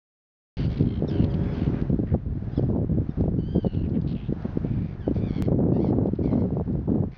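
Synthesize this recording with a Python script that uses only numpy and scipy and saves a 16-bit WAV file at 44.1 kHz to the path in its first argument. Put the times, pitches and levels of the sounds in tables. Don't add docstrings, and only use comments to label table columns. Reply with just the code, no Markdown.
import sys
import numpy as np
from scipy import signal
from scipy.fft import rfft, irfft, next_fast_len
from scipy.io import wavfile
from scipy.ndimage import uniform_filter1d, map_coordinates

SR = 44100
rng = np.random.default_rng(int(sys.argv[2]) if len(sys.argv) > 2 else 0)


def master_out(mix):
    frames = np.transpose(np.atleast_2d(mix))
    ceiling = np.clip(frames, -1, 1)
    pcm = np.round(ceiling * 32767).astype(np.int16)
    wavfile.write(sys.argv[1], SR, pcm)


N = 316197
TIME = np.arange(N) / SR

# time in seconds, relative level in dB.
BREEZE_LEVELS = [(0.57, -32), (1.3, -29), (1.55, -29.5), (2.05, -32.0), (2.21, -37.5), (2.5, -33),
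                 (2.86, -32), (3.04, -35.5), (3.14, -41), (3.5, -30), (3.71, -37), (3.88, -37.0),
                 (4.21, -37), (4.7, -33.5), (5.02, -37), (5.4, -33.5), (7.08, -34), (7.17, -49)]
# start in seconds, length in seconds, relative level in dB,
# rumble and flutter against that level in dB.
PORT_GUSTS = [(.59, .11, -26, -2, -18), (0.782, 0.099, -25, -4, -15), (1.019, 0.036, -26.5, -5.5, -8),
              (1.08, .092, -32.5, -19, -5), (1.179, 0.072, -21, -4, -16), (1.339, .13, -28, -5, -13.5),
              (1.662, 0.085, -26.5, -6, -14), (1.893, 0.058, -23, -5.5, -14), (1.984, 0.054, -27, -13, -9),
              (2.114, 0.046, -25, 6.5, -9), (2.251, .14, -33.5, 3.5, -17), (2.573, .1, -24, -2.5, -12),
              (2.686, .16, -26.5, -4.5, -7), (2.891, .13, -24, -4.5, -16), (3.17, .14, -25.5, 1.5, -11),
              (3.316, 0.099, -26.5, -7, -13), (3.538, 0.048, -25, -4, -8), (3.64, 0.036, -26, -0.5, -7),
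              (3.73, 0.16, -28, -0.5, -11), (3.903, 0.1, -24.5, -10, -13), (4.017, .15, -27, -7.5, -16),
              (4.281, 0.029, -26, -3, -14), (4.442, 0.021, -29, -21, -8), (4.63, 0.0351, -27, -3.5, -13),
              (4.697, .163, -26.5, -9, -20), (5.063, 0.059, -26, -2, -12), (5.151, .121, -27.5, -0.5, -9),
              (5.356, 0.12, -26.5, -7, -13), (5.471, 0.096, -24.5, -3, -7), (5.571, .31, -22, -11, -8),
              (5.88, .21, -24, -6.5, -7), (6.185, 0.12, -27.5, -4, -7), (6.308, .17, -23.5, -8.5, -8.5),
              (6.514, .1, -27, -9, -9), (6.673, .12, -26.5, -4, -10.5), (6.873, .17, -23.5, -7, -9)]
# frequency in Hz, relative level in dB.
EDDY_SPECTRUM = [(15, -18), (30, -4.5), (55, 7.5), (115, 7.5), (190, 1.5), (300, -6.5), (450, -20),
                 (700, -34.5), (1100, -51.5), (2000, -76), (4000, -81.5), (10000, -115)]
# time in seconds, relative level in dB.
GRASS_LEVELS = [(.57, -56), (.9, -60.5), (1.52, -53), (1.8, -54), (1.92, -62), (2.25, -67.5), (2.55, -58),
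                (2.8, -67.5), (3.19, -59.5), (3.3, -66.5), (4.28, -62), (4.45, -55), (4.85, -63.5),
                (5.38, -57), (5.55, -68.5), (6.35, -63.5), (7.17, -67.5)]
# frequency in Hz, relative level in dB.
GRASS_SPECTRUM = [(300, 7.5), (700, 15), (1100, 7.5), (1650, 6), (2200, -2), (3000, -6.5), (4500, -12),
                  (5500, -17.5), (6500, -22.5), (8000, -63)]
# frequency in Hz, gain in dB.
THROAT_RESPONSE = [(1000, -24.5), (1600, 0), (2200, 2), (3100, 0), (3900, -3), (4600, -4.5), (5300, -11.5),
                   (6200, -19), (9000, -72.5)]
# start, length, climb and fall in seconds; first, crest and end pitch
# in Hz; relative level in dB; offset of the upper resonance at the crest and after the fall in dB;
# brightness of the lower resonance in dB; trill rate in Hz; trill depth at the crest and after the fall,
# 0 to 1; rasp, 0 to 1.
GULL_NOTES = [(0.552, 0.13, 0.013, 0.045, 1492, 1500, 1471, -49.5, 0.5, -8.5, 2, 168, 0.57, 0.76, 0.99),
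              (0.689, 0.16, 0.0045, 0.089, 1100, 1101, 1060, -55, -4, -5.5, 5, 65, 0.87, 0.96, 1),
              (0.842, 0.17, 0.077, 0.049, 1006, 1035, 1015, -56, -16, -18, 16, 63.7, 1, 1, 0.57),
              (1.096, 0.16, 0.0047, 0.1, 1570, 1580, 1446, -52, -2.5, -15, 2, 72, 0.78, 0.6, 0.66),
              (1.376, 0.18, .13, 0.036, 1618, 1697, 1680, -58, -11, -1, -4, 59, .25, 0.3, 0.28),
              (1.538, 0.16, 0.0098, 0.098, 1586, 1592, 1460, -53.5, -4, -11, 0, 61, 0.55, 0.7, 0.97),
              (3.38, 0.056, 0.026, 0.028, 1460, 1526, 1495, -65.5, -5, -3, 5, 55.5, 0.14, 0.14, 0.32),
              (3.419, 0.43, .125, .19, 1475, 1598, 1423, -59.5, -6.5, -15, 8.5, 71.7, 0.16, 0.77, 0.33),
              (4.628, 0.34, 0.061, 0.2, 1154, 1197, 1168, -61.5, -15, -9.5, -8.5, 78.3, .6, 0.67, 0.9),
              (5.001, .11, 0.0047, 0.041, 1762, 1755, 1527, -58.5, -11, -15, -7, 98, 0.2, 0.45, 0.29),
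              (5.138, 0.074, .025, .04, 1095, 1190, 1170, -61, 0, -2, -3, 93, .6, 0.57, 0.65),
              (5.206, .13, 0.048, 0.068, 1158, 1206, 1060, -57, -13, -4, 1, 92.4, .65, 0.94, 0.26),
              (5.323, .095, .035, 0.035, 1038, 1091, 1035, -53.5, -7, -7, 2, 100, .95, 1, 0.26),
              (5.404, 0.082, .025, .04, 1050, 1070, 1020, -56.5, -8, -3, -3, 110, .95, 0.96, .55),
              (5.729, 0.073, 0.034, .02, 847.7, 915, 900, -60.5, -5, -6, -6, 88.4, .7, .85, .38),
              (5.786, 0.14, 0.053, 0.041, 956, 1145, 1040, -60, -2, -2.5, -5.5, 86.3, 0.56, 0.75, 0.5),
              (6.226, 0.14, 0.023, 0.077, 1093, 1146, 1030, -59.5, -2, -10.5, -14, 88.6, 0.7, 0.68, 0.55),
              (6.352, 0.098, 0.059, .03, 1013, 1064, 1040, -65, -1, -6, -14, 69, 0.7, 0.83, 0.5),
              (7.111, 0.098, 0.052, 0.019, 1127, 1159, 1163, -59.5, -6.5, -10, -15, 92, 0.5, 0.65, 0.92)]
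# delay in seconds, gain in dB.
BANK_REFLECTIONS = [(0.021, -16), (.041, -24), (.067, -18.5), (.103, -23)]
# start and length in seconds, relative level in dB,
# first centre, last centre and width of the resonance in Hz.
GRATING_CALLS = [(0.572, 0.115, -56.5, 4620, 4550, 380), (1.447, 0.13, -56.5, 2244, 2240, 260.1),
                 (1.731, 0.09, -54, 1903, 1720, 1385), (2.065, 0.082, -56, 1701, 1551, 900.3),
                 (2.54, 0.052, -65.5, 3790, 3980, 499.6), (3.831, 0.044, -59.5, 2498, 2005, 1102),
                 (3.939, .04, -58.5, 2720, 2102, 1290), (4.067, .072, -55, 3750, 3410, 1689),
                 (4.144, 0.084, -56, 3052, 2742, 911), (4.221, 0.067, -59, 2957, 3160, 997.7)]
# time in seconds, gain in dB.
MOTOR_SWELL = [(.6, -7.5), (1.0, -10), (1.15, 2), (1.7, -3.5), (1.85, -4), (2.0, -56)]
# frequency in Hz, level before the swell in dB.
MOTOR_PARTIALS = [(322, -44), (403.5, -42), (483, -55), (564.5, -49), (705, -56), (963.6, -65)]
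# start and length in seconds, top and last pitch in Hz, level in dB,
# boost of the upper band in dB.
TERN_SQUEAKS = [(1.079, .022, 1808, 1669, -52, 27), (1.299, 0.028, 1628, 1448, -59, 4),
                (2.516, 0.036, 1621, 1698, -68.5, 8), (2.562, .032, 1699, 1479, -57, 6),
                (3.097, .025, 1820, 1801, -70, 9), (6.312, 0.036, 2050, 1750, -69, 13)]
# start in seconds, relative level in dB, centre frequency in Hz.
TERN_RATTLES = [(.771, -52, 3913), (1.239, -46.5, 3840), (1.338, -49, 3750), (1.434, -57, 3686),
                (3.628, -61.5, 4200), (3.663, -57.5, 3698), (3.741, -52.5, 3320), (3.893, -65, 4700),
                (4.012, -60, 4738), (6.066, -64, 4567), (6.151, -65, 4415), (6.253, -61, 4090)]
# time in seconds, relative peak in dB, strongest frequency in Hz.
HARD_EDDIES = [(.81, -8, 198), (.825, -10, 200), (.872, -13, 150), (1.024, -12, 259.8), (1.356, -15, 125.1),
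               (1.621, -13, 160.1), (1.679, -13, 175), (1.824, -13, 177.7), (1.931, -11, 220.3),
               (1.992, -12, 226.1), (2.143, -11, 252.2), (2.149, -11, 332), (2.596, -9.5, 270),
               (2.701, -18, 320.1), (2.714, -13.5, 170), (2.771, -20.5, 379.5), (2.79, -18, 319.2),
               (2.986, -14, 250.3), (3.094, -13.5, 150.7), (3.209, -13, 240.7), (3.241, -16, 320),
               (3.281, -16.5, 323), (3.389, -11.5, 200), (3.561, -8.5, 220), (3.583, -9, 199.9),
               (3.648, -14.5, 369.1), (3.669, -13, 220.1), (3.975, -15, 160.7), (4.326, -11.5, 229.9),
               (4.574, -9.5, 214.8), (4.649, -13.5, 207.4), (5.08, -7.5, 289.5), (5.113, -11.5, 199.3),
               (5.309, -12.5, 171), (5.486, -10.5, 249), (5.519, -12.5, 320), (5.546, -14.5, 229.7),
               (5.592, -11, 280), (5.688, -13, 279.7), (5.726, -14.5, 249.8), (5.767, -15, 320),
               (5.804, -13, 288), (5.846, -17, 411), (5.908, -11.5, 229.9), (5.986, -12.5, 300.6),
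               (6.059, -13.5, 321), (6.136, -11, 190), (6.193, -13.5, 209.9), (6.259, -7.5, 194.6),
               (6.339, -14, 280), (6.361, -11, 159.6), (6.44, -16.5, 319.8), (6.507, -23, 399.6),
               (6.57, -16.5, 399.6), (6.599, -18, 439.3), (6.61, -18.5, 350.2), (6.92, -13.5, 199.1),
               (6.959, -12.5, 259.1)]
# time in seconds, level before filtering in dB.
LONE_CRACKLES = [(1.816, -27.5), (1.894, -35), (2.126, -42), (2.444, -39), (2.625, -36), (2.64, -40.5),
                 (3.21, -29), (4.424, -30), (6.731, -35), (6.903, -38), (6.946, -41)]


def from_db(db):
    return 10 ** (np.asarray(db) / 20)


def unit_rms(x):
    return x / np.sqrt(np.mean(x ** 2) + 1e-20)


def in_time(rows):
    return np.interp(TIME, *np.transpose(rows))


def at_hz(spectrum, hz):
    known_hz, db = np.transpose(spectrum)
    return np.interp(np.log(np.maximum(hz, 1)), np.log(known_hz), db)


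def coloured(spectrum, size=N):
    hz = np.linspace(0, SR / 2, next_fast_len(size) + 1)
    white = rfft(rng.standard_normal(2 * len(hz) - 2))
    return unit_rms(irfft(white * from_db(at_hz(spectrum, hz)))[:size])


def drift(rate_hz):
    pole = np.exp(-2 * np.pi * rate_hz / SR)
    return unit_rms(signal.lfilter([1], [1, -2 * pole, pole * pole], rng.standard_normal(N + SR))[SR:])


def band(x, low_hz, high_hz, order=2):
    sos = signal.butter(order, [low_hz, min(high_hz, .45 * SR)], "band", fs=SR, output="sos")
    return signal.sosfilt(sos, x + 1e-18)


def split(x, hz):
    low = signal.sosfiltfilt(signal.butter(4, hz, fs=SR, output="sos"), x)
    return low, x - low


def evened(x, span_s):
    size = max(int(span_s * SR), 8)
    power = uniform_filter1d(uniform_filter1d(x * x, size), size)
    return x / np.sqrt(np.abs(power) + 1e-14)


def ramp(age, length_s):
    return np.clip(age / max(length_s, 1e-4), 0, 1)


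def gust_levels(attack_s=.007, release_s=.009, sag_db_per_s=9.5):
    breeze_balance = from_db([[-3], [0], [-13]])
    power = (from_db(in_time(BREEZE_LEVELS)) * breeze_balance) ** 2
    for start, length, db, rumble_db, flutter_db in PORT_GUSTS:
        span = slice(int(start * SR), int((start + length + 10 * release_s) * SR))
        age = TIME[span] - start
        release = np.exp(-np.maximum(age - length, 0) / release_s)
        swell = ramp(age, attack_s) * from_db(db - sag_db_per_s * age) * release
        power[:, span] += (swell * from_db([[rumble_db], [0], [flutter_db]])) ** 2
    return 10 * np.log10(power)


def wind(jitter_db=1.4461, speed_exponent=.4556, pressure_exponent=1.27, spike_exponent=.08):
    rumble_db, body_db, flutter_db = gust_levels()
    jitter = jitter_db * np.clip(drift(60), -2.5, 2.5)
    speed = from_db(speed_exponent * (flutter_db - np.median(flutter_db)) + jitter)
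    field = coloured(EDDY_SPECTRUM, size=2 * N)
    pressure = map_coordinates(field, [np.cumsum(speed)], order=3, mode="wrap")
    pressure *= from_db(pressure_exponent * jitter)
    rumble, rest = split(pressure, hz=110)
    body, flutter = split(rest, hz=330)
    flutter *= from_db(spike_exponent * jitter)
    return (from_db(rumble_db - 1) * evened(rumble, span_s=.12)
            + from_db(body_db - 1.5) * evened(body, span_s=.048)
            + from_db(flutter_db - 1.5) * evened(flutter, span_s=.031))


def grass(gain_db=6.5):
    return from_db(in_time(GRASS_LEVELS) + gain_db) * coloured(GRASS_SPECTRUM)


def syrinx(pitch):
    phase = 2 * np.pi * np.cumsum(pitch) / SR
    return sum(from_db(at_hz(THROAT_RESPONSE, k * pitch)) * np.sin(k * phase) for k in range(1, 8))


def gull_contours(swell_db=6.5, fade_db=5.5, fade_drop_hz=44.95, attack_s=.0067, release_s=.027):
    controls, sounding = np.zeros((7, N)), np.zeros(N)
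    edges = [0] + [int(note[0] * SR) for note in GULL_NOTES[1:]] + [N]
    for note, span in zip(GULL_NOTES, map(slice, edges, edges[1:])):
        (start, length, climb_s, fall_s, first_hz, crest_hz, end_hz, db, crest_upper_db, end_upper_db,
         bright_db, trill_hz, crest_depth, end_depth, rasp) = note
        age = TIME[span] - start
        climbed = np.sin(np.pi / 2 * ramp(age, climb_s))
        fallen = np.sin(np.pi / 2 * ramp(age - climb_s, fall_s)) ** 2
        faded = ramp(age - climb_s - fall_s, length - climb_s - fall_s) ** 2
        settled = ramp(age - climb_s, .61 * fall_s)
        pitch = first_hz + (crest_hz - first_hz) * climbed + (end_hz - crest_hz) * fallen
        pitch -= fade_drop_hz * faded
        lower_db = db - swell_db * (1 - climbed) - fade_db * faded
        upper_db = lower_db + crest_upper_db + (end_upper_db - crest_upper_db) * settled
        depth = crest_depth + (end_depth - crest_depth) * fallen ** 3.3
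        controls[:, span] = np.broadcast_arrays(
            pitch, lower_db, upper_db, bright_db, depth, rasp + .3 * faded, trill_hz)
        sounding += ramp(TIME - start, attack_s) * ramp(start + length - TIME, release_s)
    return (*controls, np.minimum(sounding, 1))


def trill_arches(rate_hz, stumble):
    beats = np.cumsum(rate_hz * (1 + stumble * drift(45))) / SR
    return np.abs(np.sin(np.pi * beats))


def gulls(rasp_bend=.072, rasp_hz=700):
    pitch, lower_db, upper_db, bright_db, depth, rasp, trill_hz, sounding = gull_contours()
    depth, rasp = np.clip(depth, 0, 1), np.clip(rasp, 0, 1)
    arch = trill_arches(trill_hz, stumble=.16 * rasp)
    force = from_db(2 * rasp * drift(70))
    bend = .25 * depth ** 2 * (arch - .8) + rasp_bend * rasp * drift(rasp_hz)
    tone = np.sqrt(1 - rasp ** 2 / 2) * evened(syrinx(pitch * (1 + bend)), span_s=.03)
    screech = .9 * rasp ** 1.3 * coloured(THROAT_RESPONSE)
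    voice = (tone + screech) * force * (1 - depth + depth * arch ** 2)
    lower, upper = split(voice, hz=3900)
    dark, bright = split(lower, hz=2650)
    lower = dark * from_db(-bright_db / 2) + bright * from_db(bright_db / 2)
    return sounding * (from_db(lower_db - .7) * evened(lower, span_s=.026)
                       + from_db(upper_db - 4.5) * evened(upper, span_s=.033))


def with_bank_echoes(x):
    return x + sum(from_db(db) * np.interp(TIME - delay, TIME, x) for delay, db in BANK_REFLECTIONS)


def grating_calls(depth=.75, rise_s=.008, fall_s=.0044, sag_db_per_s=30, screech_db=-12):
    arch = trill_arches(rate_hz=82, stumble=.22)
    beats = unit_rms(1 - depth + depth * arch ** 2)
    screech = from_db(screech_db) * coloured(THROAT_RESPONSE)
    calls = np.zeros(N)
    for start, length, db, first_hz, last_hz, width_hz in GRATING_CALLS:
        span = slice(int(start * SR), int((start + length) * SR))
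        age = TIME[span] - start
        sos = signal.butter(2, width_hz / 2, fs=SR, output="sos")
        in_phase, quadrature = signal.sosfilt(sos, rng.standard_normal((2, SR // 2)))[:, -len(age):]
        phase = 2 * np.pi * np.cumsum(first_hz + (last_hz - first_hz) * age / length) / SR
        resonance = evened(in_phase * np.cos(phase) + quadrature * np.sin(phase), span_s=.0054)
        envelope = from_db(db - sag_db_per_s * age) * ramp(age, rise_s) * ramp(length - age, fall_s)
        calls[span] += envelope * (resonance + screech[span])
    return split(beats * calls, hz=5800)[0]


def motor(waver=.0017):
    phase_per_hz = 2 * np.pi * np.cumsum(1 + waver * drift(12)) / SR
    hum = sum(np.sqrt(2) * from_db(db) * np.sin(hz * phase_per_hz + 2 * np.pi * rng.random())
              for hz, db in MOTOR_PARTIALS)
    return from_db(in_time(MOTOR_SWELL)) * hum


def tern_rattles(rise_s=.0047, band_ratio=1.38, rattle_hz=205):
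    rasp, notes = coloured(THROAT_RESPONSE), np.zeros(N)
    for start, db, hz in TERN_RATTLES:
        rattle = np.sin(np.pi * rattle_hz * (TIME - start)) ** 2
        rise = np.clip((TIME - start) / rise_s, 0, 50)
        envelope = (rise * np.exp(1 - rise)) ** 2
        notes += from_db(db) * envelope * unit_rms(band(rasp * rattle, hz / band_ratio, hz * band_ratio))
    return notes


def buffets(gain_db=-.54):
    thumps = np.zeros(N)
    for (peak_s, db, hz), turn in zip(HARD_EDDIES, rng.random(len(HARD_EDDIES))):
        span = slice(int((peak_s - .02) * SR), int((peak_s + .02) * SR))
        pulse = (1 - 2j * np.pi * hz * (TIME[span] - peak_s) / 3) ** -4
        thumps[span] += from_db(db) * np.real(np.exp(2j * np.pi * turn) * pulse)
    return from_db(gain_db) * thumps


def crackle(eddy_offset_db=-26.5, faint_per_s=14, faint_db=-46, spread_db=4.5):
    clicks = (rng.random(N) < faint_per_s / SR) * from_db(faint_db + spread_db * rng.standard_normal(N))
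    for time_s, db, _ in HARD_EDDIES:
        clicks[int(time_s * SR)] += from_db(db + eddy_offset_db)
    for time_s, db in LONE_CRACKLES:
        clicks[int(time_s * SR)] += from_db(db)
    clicks *= rng.choice([-1, 1], N)
    return split(band(clicks, 1300, 5400, order=4), hz=6400)[0]


def tern_squeaks(crest_share=.38, leap_hz=378, leap_s=.0018, roughness=.023):
    quiver, notes = 1 + roughness * drift(800), np.zeros(N)
    for start, length, top_hz, last_hz, db, shrill_db in TERN_SQUEAKS:
        along = np.linspace(0, 1, int(length * SR))
        span = slice(int(start * SR), int(start * SR) + len(along))
        arc = ((along - crest_share) / (1 - crest_share)) ** 2
        pitch = top_hz + (last_hz - top_hz) * arc + leap_hz * np.exp(-along * length / leap_s)
        voice = band(syrinx(pitch * quiver[span]), 2700, 5800, order=4)
        lower, upper = split(voice, hz=4200)
        envelope = np.abs(np.sin(np.pi * along)) ** .3
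        notes[span] += from_db(db) * unit_rms((lower + from_db(shrill_db) * upper) * envelope)
    return notes


def tick(start_s=5.4233, peak_db=-20, decay_s=.0017):
    age = TIME - start_s
    return from_db(peak_db) * (age >= 0) * np.exp(-np.abs(age) / decay_s)


def scene():
    near = wind() + buffets() + crackle() + motor() + tick()
    far = grass() + with_bank_echoes(gulls() + tern_squeaks() + tern_rattles() + grating_calls())
    return (near + far)[None]


def record(dry, open_s=.569, hiss_db=-101, cutoff_hz=17200):
    opened = ramp(TIME - open_s, .003)
    sound = opened * (.84 * np.tanh(dry / .75) + from_db(hiss_db) * rng.standard_normal(N))
    return signal.sosfilt(signal.cheby2(12, 70, cutoff_hz, fs=SR, output="sos"), sound)


dry = scene()
out = record(dry)
master_out(out)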